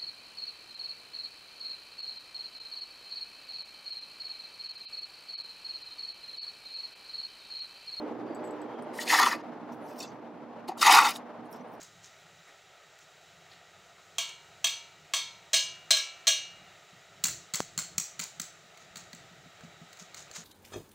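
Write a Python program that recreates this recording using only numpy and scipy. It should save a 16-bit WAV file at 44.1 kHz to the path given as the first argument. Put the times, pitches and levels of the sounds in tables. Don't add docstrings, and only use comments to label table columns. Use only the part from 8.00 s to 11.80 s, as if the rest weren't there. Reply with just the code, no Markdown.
import sys
import numpy as np
from scipy import signal
from scipy.fft import rfft, irfft
from scipy.io import wavfile
from scipy.ndimage import uniform_filter1d

SR = 44100
rng = np.random.default_rng(int(sys.argv[2]) if len(sys.argv) > 2 else 0)


def bounce(signal):
    frames = np.transpose(np.atleast_2d(signal))
    limited = np.clip(frames, -1, 1)
    pcm = np.round(limited * 32767).astype(np.int16)
    wavfile.write(sys.argv[1], SR, pcm)


N = 167580
T, HZ = np.arange(N) / SR, np.arange(N // 2 + 1) * SR / N

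# t/s, low ring level/dB, low ring centre f/Hz,
# middle ring level/dB, high ring level/dB, treble grit level/dB
STROKES = [
    [(0.92, -68, 892, -75, -78, -94), (0.938, -68, 887, -49, -62, -56.5), (0.962, -57, 850, -69, -59, -54),
     (0.992, -51, 815, -49, -52.5, -48.5), (1.018, -68, 860, -64, -40.5, -37.5),
     (1.05, -49, 825, -57, -56, -52), (1.092, -39, 930, -25.5, -31, -34.5),
     (1.144, -15, 940, -25.5, -29.5, -30.5), (1.17, -29, 950, -34, -33.5, -36),
     (1.19, -23, 1150, -24, -28.5, -32), (1.202, -22, 1030, -31.5, -30, -33),
     (1.232, -21.5, 1100, -24, -30.5, -32), (1.25, -31, 1030, -34.5, -36.5, -37.5),
     (1.27, -26, 1130, -29, -33, -34.5), (1.304, -38, 1090, -38, -43, -48),
     (1.328, -30.5, 1190, -31.5, -39, -42), (1.37, -63, 1100, -55, -65, -64),
     (1.42, -70, 1080, -62, -68, -83)],
    [(2.672, -63, 780, -74, -78, -86), (2.68, -38, 772, -50, -54, -50.5), (2.686, -38, 750, -54, -49, -44),
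     (2.7, -34.5, 724, -53, -55.5, -58), (2.744, -56.5, 770, -68, -79, -85)],
    [(2.77, -40.5, 1040, -79, -89, -67), (2.78, -68.5, 1130, -69, -54.5, -51),
     (2.806, -46.5, 1210, -64, -49, -45), (2.818, -24, 1140, -25, -27.5, -31.5),
     (2.828, -19, 1060, -20, -27, -24), (2.842, -30.5, 1190, -29.5, -34.5, -33.5),
     (2.868, -20.5, 980, -23, -26.5, -23), (2.896, -14.5, 950, -21.5, -30.5, -35),
     (2.906, -16.5, 944, -20.5, -22, -22), (2.964, -14, 980, -19, -25, -26.5),
     (3.018, -22, 1075, -27, -36, -36), (3.028, -24.5, 1070, -27, -35.5, -33.5),
     (3.07, -23, 1110, -31, -34, -36.5), (3.106, -38.5, 1000, -39, -39, -36),
     (3.126, -54, 1006, -48.5, -51.5, -52), (3.166, -45.5, 880, -82, -50, -47),
     (3.2, -55, 903, -73, -79, -76)],
]
# t/s, level/dB, treble level/dB
TRICKLES = [
    [(1.706, -88, -86), (1.728, -70, -60), (1.76, -96.5, -78), (1.794, -94, -83), (1.886, -66.5, -62),
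     (1.944, -71, -72), (1.976, -64.5, -60), (2.004, -44.5, -49), (2.038, -47.5, -57.5), (2.066, -59, -76),
     (2.13, -76, -91), (2.196, -91.5, -94)],
    [(3.43, -90, -91.5), (3.456, -80, -76), (3.496, -89, -89), (3.518, -78, -60), (3.53, -69, -54),
     (3.542, -65, -63), (3.582, -69, -78), (3.65, -92, -83), (3.736, -77.5, -71), (3.77, -86, -83),
     (3.79, -90, -84)],
]
GRIT_PER_S, GRIT_SPREAD_DB, SAND_PER_S, SAND_SPREAD_DB = 6000, 2.6, 2500, 2.5


def undb(db):
    return 10 ** (np.asarray(db) / 20)


def unit(x):
    return x / np.sqrt(np.mean(x ** 2))


def on_hz(table):
    f, v = np.array(table, float).T
    return np.interp(np.log(HZ + 1), np.log(f + 1), v)


def shape(x, gain):
    return irfft(rfft(x) * gain, N)


def resonance(hz, width_hz, db=0):
    detune = (HZ ** 2 - hz ** 2) / (np.maximum(HZ, 1) * max(width_hz, 5))
    return undb(db) / (1 + 1j * detune)


def curve(tables, column):
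    total = 0
    for table in tables:
        rows = np.array(table)
        total = total + undb(np.interp(T, rows[:, 0], rows[:, column], left=-150, right=-150))
    return total


def ticks(per_s, spread_db):
    chance, sign, size = rng.random((3, N))
    loudness = undb(-spread_db * np.log(1 - size))
    return unit((chance < per_s / SR) * np.sign(sign - .5) * loudness)


def walk(rate):
    steps = 8
    coarse = np.repeat(rng.standard_normal(int(N * rate / SR) + 2), steps)
    coarse = 1.3 * uniform_filter1d(uniform_filter1d(coarse, steps), steps)
    return np.interp(T * rate * steps, np.arange(len(coarse)), coarse)


def patchy(table, tables, columns, per_s, spread_db, patch_db, split_hz):
    crunch_db, crunch_per_s, patch_per_s = 2.5, 250, 45
    colour = undb(on_hz(table))
    low, high = curve(tables, columns[0]), curve(tables, columns[1])
    low_norm, high_norm = [np.sqrt(np.sum(colour[m] ** 2) / len(HZ))
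                           for m in (HZ < split_hz, HZ >= split_hz)]
    shared = ticks(per_s, spread_db)
    crunch = crunch_db * walk(crunch_per_s)
    spectrum = 0
    for k, hz in enumerate(1400 * 2 ** np.arange(0, 3.6, 1 / 8)):
        band = colour * np.exp(-(np.log2(HZ / hz + 1e-9) * 10) ** 2)
        swell = undb(crunch + patch_db * walk(patch_per_s))
        grains = (shared + np.roll(shared, 7919 * (k + 1))) * swell
        level = low / low_norm if hz < split_hz else high / high_norm
        spectrum = spectrum + rfft(grains * level) * band
    return irfft(spectrum, N)


def drone():
    # f/Hz, level/dB
    noise_colour = [(30, -39.5), (90, -21.5), (118, -16.5), (153, -13.5), (227, -0.5), (303, 4), (345, 5),
                    (616, -8.5), (666, -8), (4080, -42.5), (6550, -53.5), (8520, -61.5), (16000, -65)]
    # f/Hz, width/Hz, level/dB before the response is squared
    hums = [(120, 3.3, 7), (153.8, 16, 3.5), (183, 11, 2.5), (236.6, 20, 6), (302.2, 15.2, 4),
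            (439.5, 5.8, 1.5), (495.4, 5.3, 2.5), (605, 2.4, 4), (860, 120, -5)]
    # t/s, low part level/dB, middle part level/dB, upper part level/dB
    part_levels = [
        [(0.0, -42, -41, -43.5), (0.78, -50, -46, -44), (1.23, -44.5, -46, -41.5), (1.38, -48, -53, -44),
         (2.75, -55.5, -56.5, -49), (2.93, -47, -38.5, -45), (3.19, -53.5, -61, -46), (3.8, -58, -77, -47.5)],
    ]
    # f/Hz, left minus right level/dB
    balance = [(60, -6.5), (110, -1), (200, -5.0), (380, -4.5), (700, 0.5), (1290, 0.5), (2380, 0),
               (4400, 1), (8120, 8), (15000, -0.5)]
    # f/Hz, side minus mid level/dB
    side_levels = [(60, -16), (250, -16), (640, -10.5), (3000, -10), (7000, 1.5), (15000, -8)]
    rumble_db, rumble_top_hz, low_top_hz, middle_top_hz = -51.5, 199, 405, 680
    flicker_db, flicker_per_s = 1.5, 70

    def power_below(hz):
        return 1 / (1 + (HZ / hz) ** 8)

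    tones = sum(np.abs(resonance(*hum)) ** 2 for hum in hums)
    colour = undb(on_hz(noise_colour)) * (1 + tones)
    width, lr = undb(on_hz(side_levels)), on_hz(balance)
    a, b, c = power_below(rumble_top_hz), power_below(low_top_hz), power_below(middle_top_hz)
    parts = np.sqrt([a, b - a + 1e-12, c - b + 1e-12, 1 - c])
    levels = [undb(rumble_db)] + [curve(part_levels, column) for column in (1, 2, 3)]
    out = 0
    for part, level in zip(parts, levels):
        mid, side = rng.standard_normal((2, N))
        pair = [shape(mid, colour * part * undb(s * lr / 2)) + s * shape(side, colour * part * width)
                for s in (1, -1)]
        out = out + unit(np.array(pair)) * level * undb(flicker_db * walk(flicker_per_s))
    return out


def warbles():
    swells = [(0.216, 0.22, 4660, 120, -71), (.55, 0.39, 3200, 200, -68.5)]
    out = 0
    for start_s, length_s, hz, width_hz, db in swells:
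        tone = unit(shape(rng.standard_normal(N), resonance(hz, width_hz) ** 2))
        arch = np.sin(np.pi * np.clip((T - start_s) / length_s, 0, 1))
        out = out + undb(db) * tone * arch
    return out


def tinkles():
    # t/s, level/dB, f/Hz
    hits = [(0.3485, -47.5, 7810), (0.4419, -54, 7900), (0.4589, -55, 7870), (0.475, -55.5, 7670),
            (0.5086, -53.5, 7800), (0.617, -56.5, 7840), (0.824, -57.5, 9000), (3.457, -64.5, 9460),
            (3.5285, -52, 5500)]
    # share of the pitch, level/dB
    partials = [(1, 0), (.89, -13), (.59, -14), (1.6, -17)]
    t60_s, tick_db, tick_s = .06, -19, .001
    rattle_db, rattle_per_s = 3.0, 300
    length = 6000
    t, out = T[:length], np.zeros(N + length)
    rattle = rattle_db * walk(rattle_per_s)
    for s, db, hz in hits:
        start = int(s * SR)
        tone = sum(undb(d) * np.sin(2 * np.pi * hz * share * t) for share, d in partials)
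        tone = tone * undb(-60 * t / t60_s + rattle[start:][:length])
        tick = np.diff(rng.standard_normal(length), prepend=0) * np.exp(-t / tick_s)
        out[start:start + length] += undb(db) * (tone + undb(tick_db) * tick)
    return out[:N]


def blade():
    # f/Hz, width/Hz, level/dB at the first angle, level/dB at the second angle
    modes = [(467, 30, -20.5, -4), (744, 30, 1, -1.5), (836, 100, -2, 4), (940, 36, -1, 2.5),
             (1030, 130, -3.5, -6), (1110, 190, -3, 1.5), (1190, 26, 1, -0.5), (1320, 140, 0.5, 1.5),
             (1381, 110, 0.5, 3.5), (1597, 140, -2, -10.5), (1824, 120, 2.5, -4.5), (1900, 23, -7.5, -6),
             (2016, 72, -0.5, -4), (2230, 70, -9, -5), (2475, 160, -6, -2), (2570, 80, -9, -3),
             (2680, 180, -12, -8), (2980, 410, 1, 2.5), (3480, 45, -3.5, -8.5), (3690, 150, -12.5, 2.5),
             (3980, 230, -2, -1.5), (4290, 120, -4.5, -8), (4506, 95, -0.5, 1), (4950, 130, -3.5, -0.5),
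             (5500, 120, -16, -16.5), (5900, 80, -21.5, -6.5), (6250, 200, -5.5, -4.5),
             (6720, 160, -3.5, -2)]
    bowl_top_hz, edge_top_hz = 1600, 2700
    regrip_s = 2.4
    centre_oct, skirt_share, radiates_above_hz = .35, .2, 340
    contact_db, contact_per_s, catch_db, catch_per_s = 2.0, 40, 2.0, 160
    sand_ring_db, sand_patch_db, crumb_per_s = -7, 6.0, 30
    crumb_low_hz, free_width_hz = 2500, 45

    rows = np.vstack(STROKES)
    centre = np.interp(T, rows[:, 0], rows[:, 2])
    levels = [curve(STROKES, column) for column in (1, 3, 4)]
    lifted = curve(TRICKLES, 1)
    free = lifted > undb(-120)
    grit, sand = ticks(GRIT_PER_S, GRIT_SPREAD_DB), ticks(SAND_PER_S, SAND_SPREAD_DB)
    catch = undb(catch_db * walk(catch_per_s))
    spectrum = 0
    for k, (hz, width_hz, first_db, second_db) in enumerate(modes):
        group = int(hz > bowl_top_hz) + int(hz > edge_top_hz)
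        angle = undb(np.where(T < regrip_s, first_db, second_db))
        grains = .8 * grit + np.roll(grit, 6007 * (k + 1))
        contact = undb(contact_db * walk(contact_per_s))
        scrape = grains * catch * contact * levels[group] * angle
        if group == 0:
            scrape = scrape * np.exp(-(np.log2(centre / hz) / centre_oct) ** 2 / 2)
        patches = undb(sand_ring_db + sand_patch_db * walk(crumb_per_s))
        crumbs = np.roll(sand, 6007 * k) * patches * lifted * (hz > crumb_low_hz)
        taps = stones(hz)
        in_soil = (scrape + taps * ~free, width_hz)
        in_air = (crumbs + taps * free, min(width_hz, free_width_hz))
        for push, w in (in_soil, in_air):
            response = resonance(hz, w) * resonance(hz, skirt_share * hz)
            spectrum = spectrum + (-1) ** k * rfft(push) * response * np.sqrt(SR / 20 / max(w, 5))
    return irfft(spectrum / (1 + (radiates_above_hz / (HZ + 1)) ** 4), N)


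def soil_hiss():
    # f/Hz, level/dB
    grit_colour = [(880, -29), (1500, -7.5), (1840, 2), (3360, -16.5), (3810, -18.5), (5540, 1.5),
                   (6550, -20.5), (7220, -19.5), (10700, -22), (15700, -29.5)]
    return undb(-9) * patchy(grit_colour, STROKES, (4, 5), GRIT_PER_S, GRIT_SPREAD_DB,
                             patch_db=2.5, split_hz=7000)


def stones(hz):
    # t/s, relative push/dB, f of the modes they wake/Hz
    knocks = [(.988, -40.5, 1900), (1.013, -51, 1900), (.992, -62, 2940), (1.015, -50, 2980),
              (1.022, -57, 3690), (1.029, -56, 1900), (1.03, -61, 2980), (1.06, -57, 4420),
              (1.075, -45.5, 2480), (1.1, -34, 1930), (1.1, -39.5, 4290), (1.135, -27.5, 870),
              (1.145, -27.5, 1790), (1.188, -24.5, 1750), (1.194, -25.5, 1030), (1.229, -30, 1110),
              (1.267, -24, 1030), (1.325, -44, 4950), (1.726, -73, 5900), (1.877, -75, 5500),
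              (1.982, -62, 5400), (2.001, -60, 4370), (2.003, -52, 5500), (2.006, -54.5, 2590),
              (2.027, -52.5, 4550), (2.033, -60, 3480), (2.047, -61, 3480), (2.065, -84, 6720),
              (2.09, -70, 5900), (2.683, -55.5, 4290), (2.691, -35.5, 733), (2.717, -46.5, 800),
              (2.826, -25.5, 1313), (2.828, -35.5, 4950), (2.909, -38, 943), (2.954, -31, 1030),
              (2.957, -31, 3980), (3.16, -48.5, 3750), (3.608, -74, 5900)]
    reach_oct = .06
    out = np.zeros(N)
    for s, db, pitch in knocks:
        distance = np.log2(pitch / hz) / reach_oct / np.sqrt(4000 / pitch)
        out[int(s * SR)] += 100 * undb(db) * np.exp(-distance ** 2 / 2)
    return out


def trickles():
    # f/Hz, level/dB
    sand_colour = [(1400, -30), (2700, -12), (3200, -14), (4500, -2), (5500, 0), (6700, -2), (8500, -7),
                   (11000, -9), (15700, -10)]
    return undb(-9) * patchy(sand_colour, TRICKLES, (1, 2), SAND_PER_S, SAND_SPREAD_DB,
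                             patch_db=6.0, split_hz=8000)


def thud():
    start_s, start_db, hz, t60_s, attack_s = 2.687, -25, 350, 0.055, 0.0035
    t = np.maximum(T - start_s, 0)
    decay = undb(start_db - 60 * t / t60_s)
    return decay * (1 - np.exp(-t / attack_s)) * np.sin(2 * np.pi * hz * t)


def ports(x):
    # f/Hz, left minus right level/dB
    port_balance = [(500, 2.5), (1000, 1), (3000, 1), (7000, 0), (10000, -1.5), (13000, 7)]
    # f/Hz, side minus mid level/dB
    scatter = [(500, -18), (1500, -25), (4000, -30), (6500, -24), (9000, -8), (12000, -5), (15000, -3)]
    scatter_per_s = 400
    side = shape(x, undb(on_hz(scatter))) * walk(scatter_per_s)
    lr = on_hz(port_balance)
    return np.array([shape(x, undb(s * lr / 2)) + s * side for s in (1, -1)])


def scene():
    shovel = blade() + soil_hiss() + trickles() + thud()
    return drone() + ports(warbles() + tinkles() + shovel)


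def record(dry):
    soft_top, top_hz = 1.6, 15780
    soft = soft_top * np.tanh(dry / soft_top)
    low_pass = signal.ellip(10, .2, 80, top_hz, fs=SR, output="sos")
    return signal.sosfilt(low_pass, soft)


dry = scene()
out = record(dry)
bounce(out)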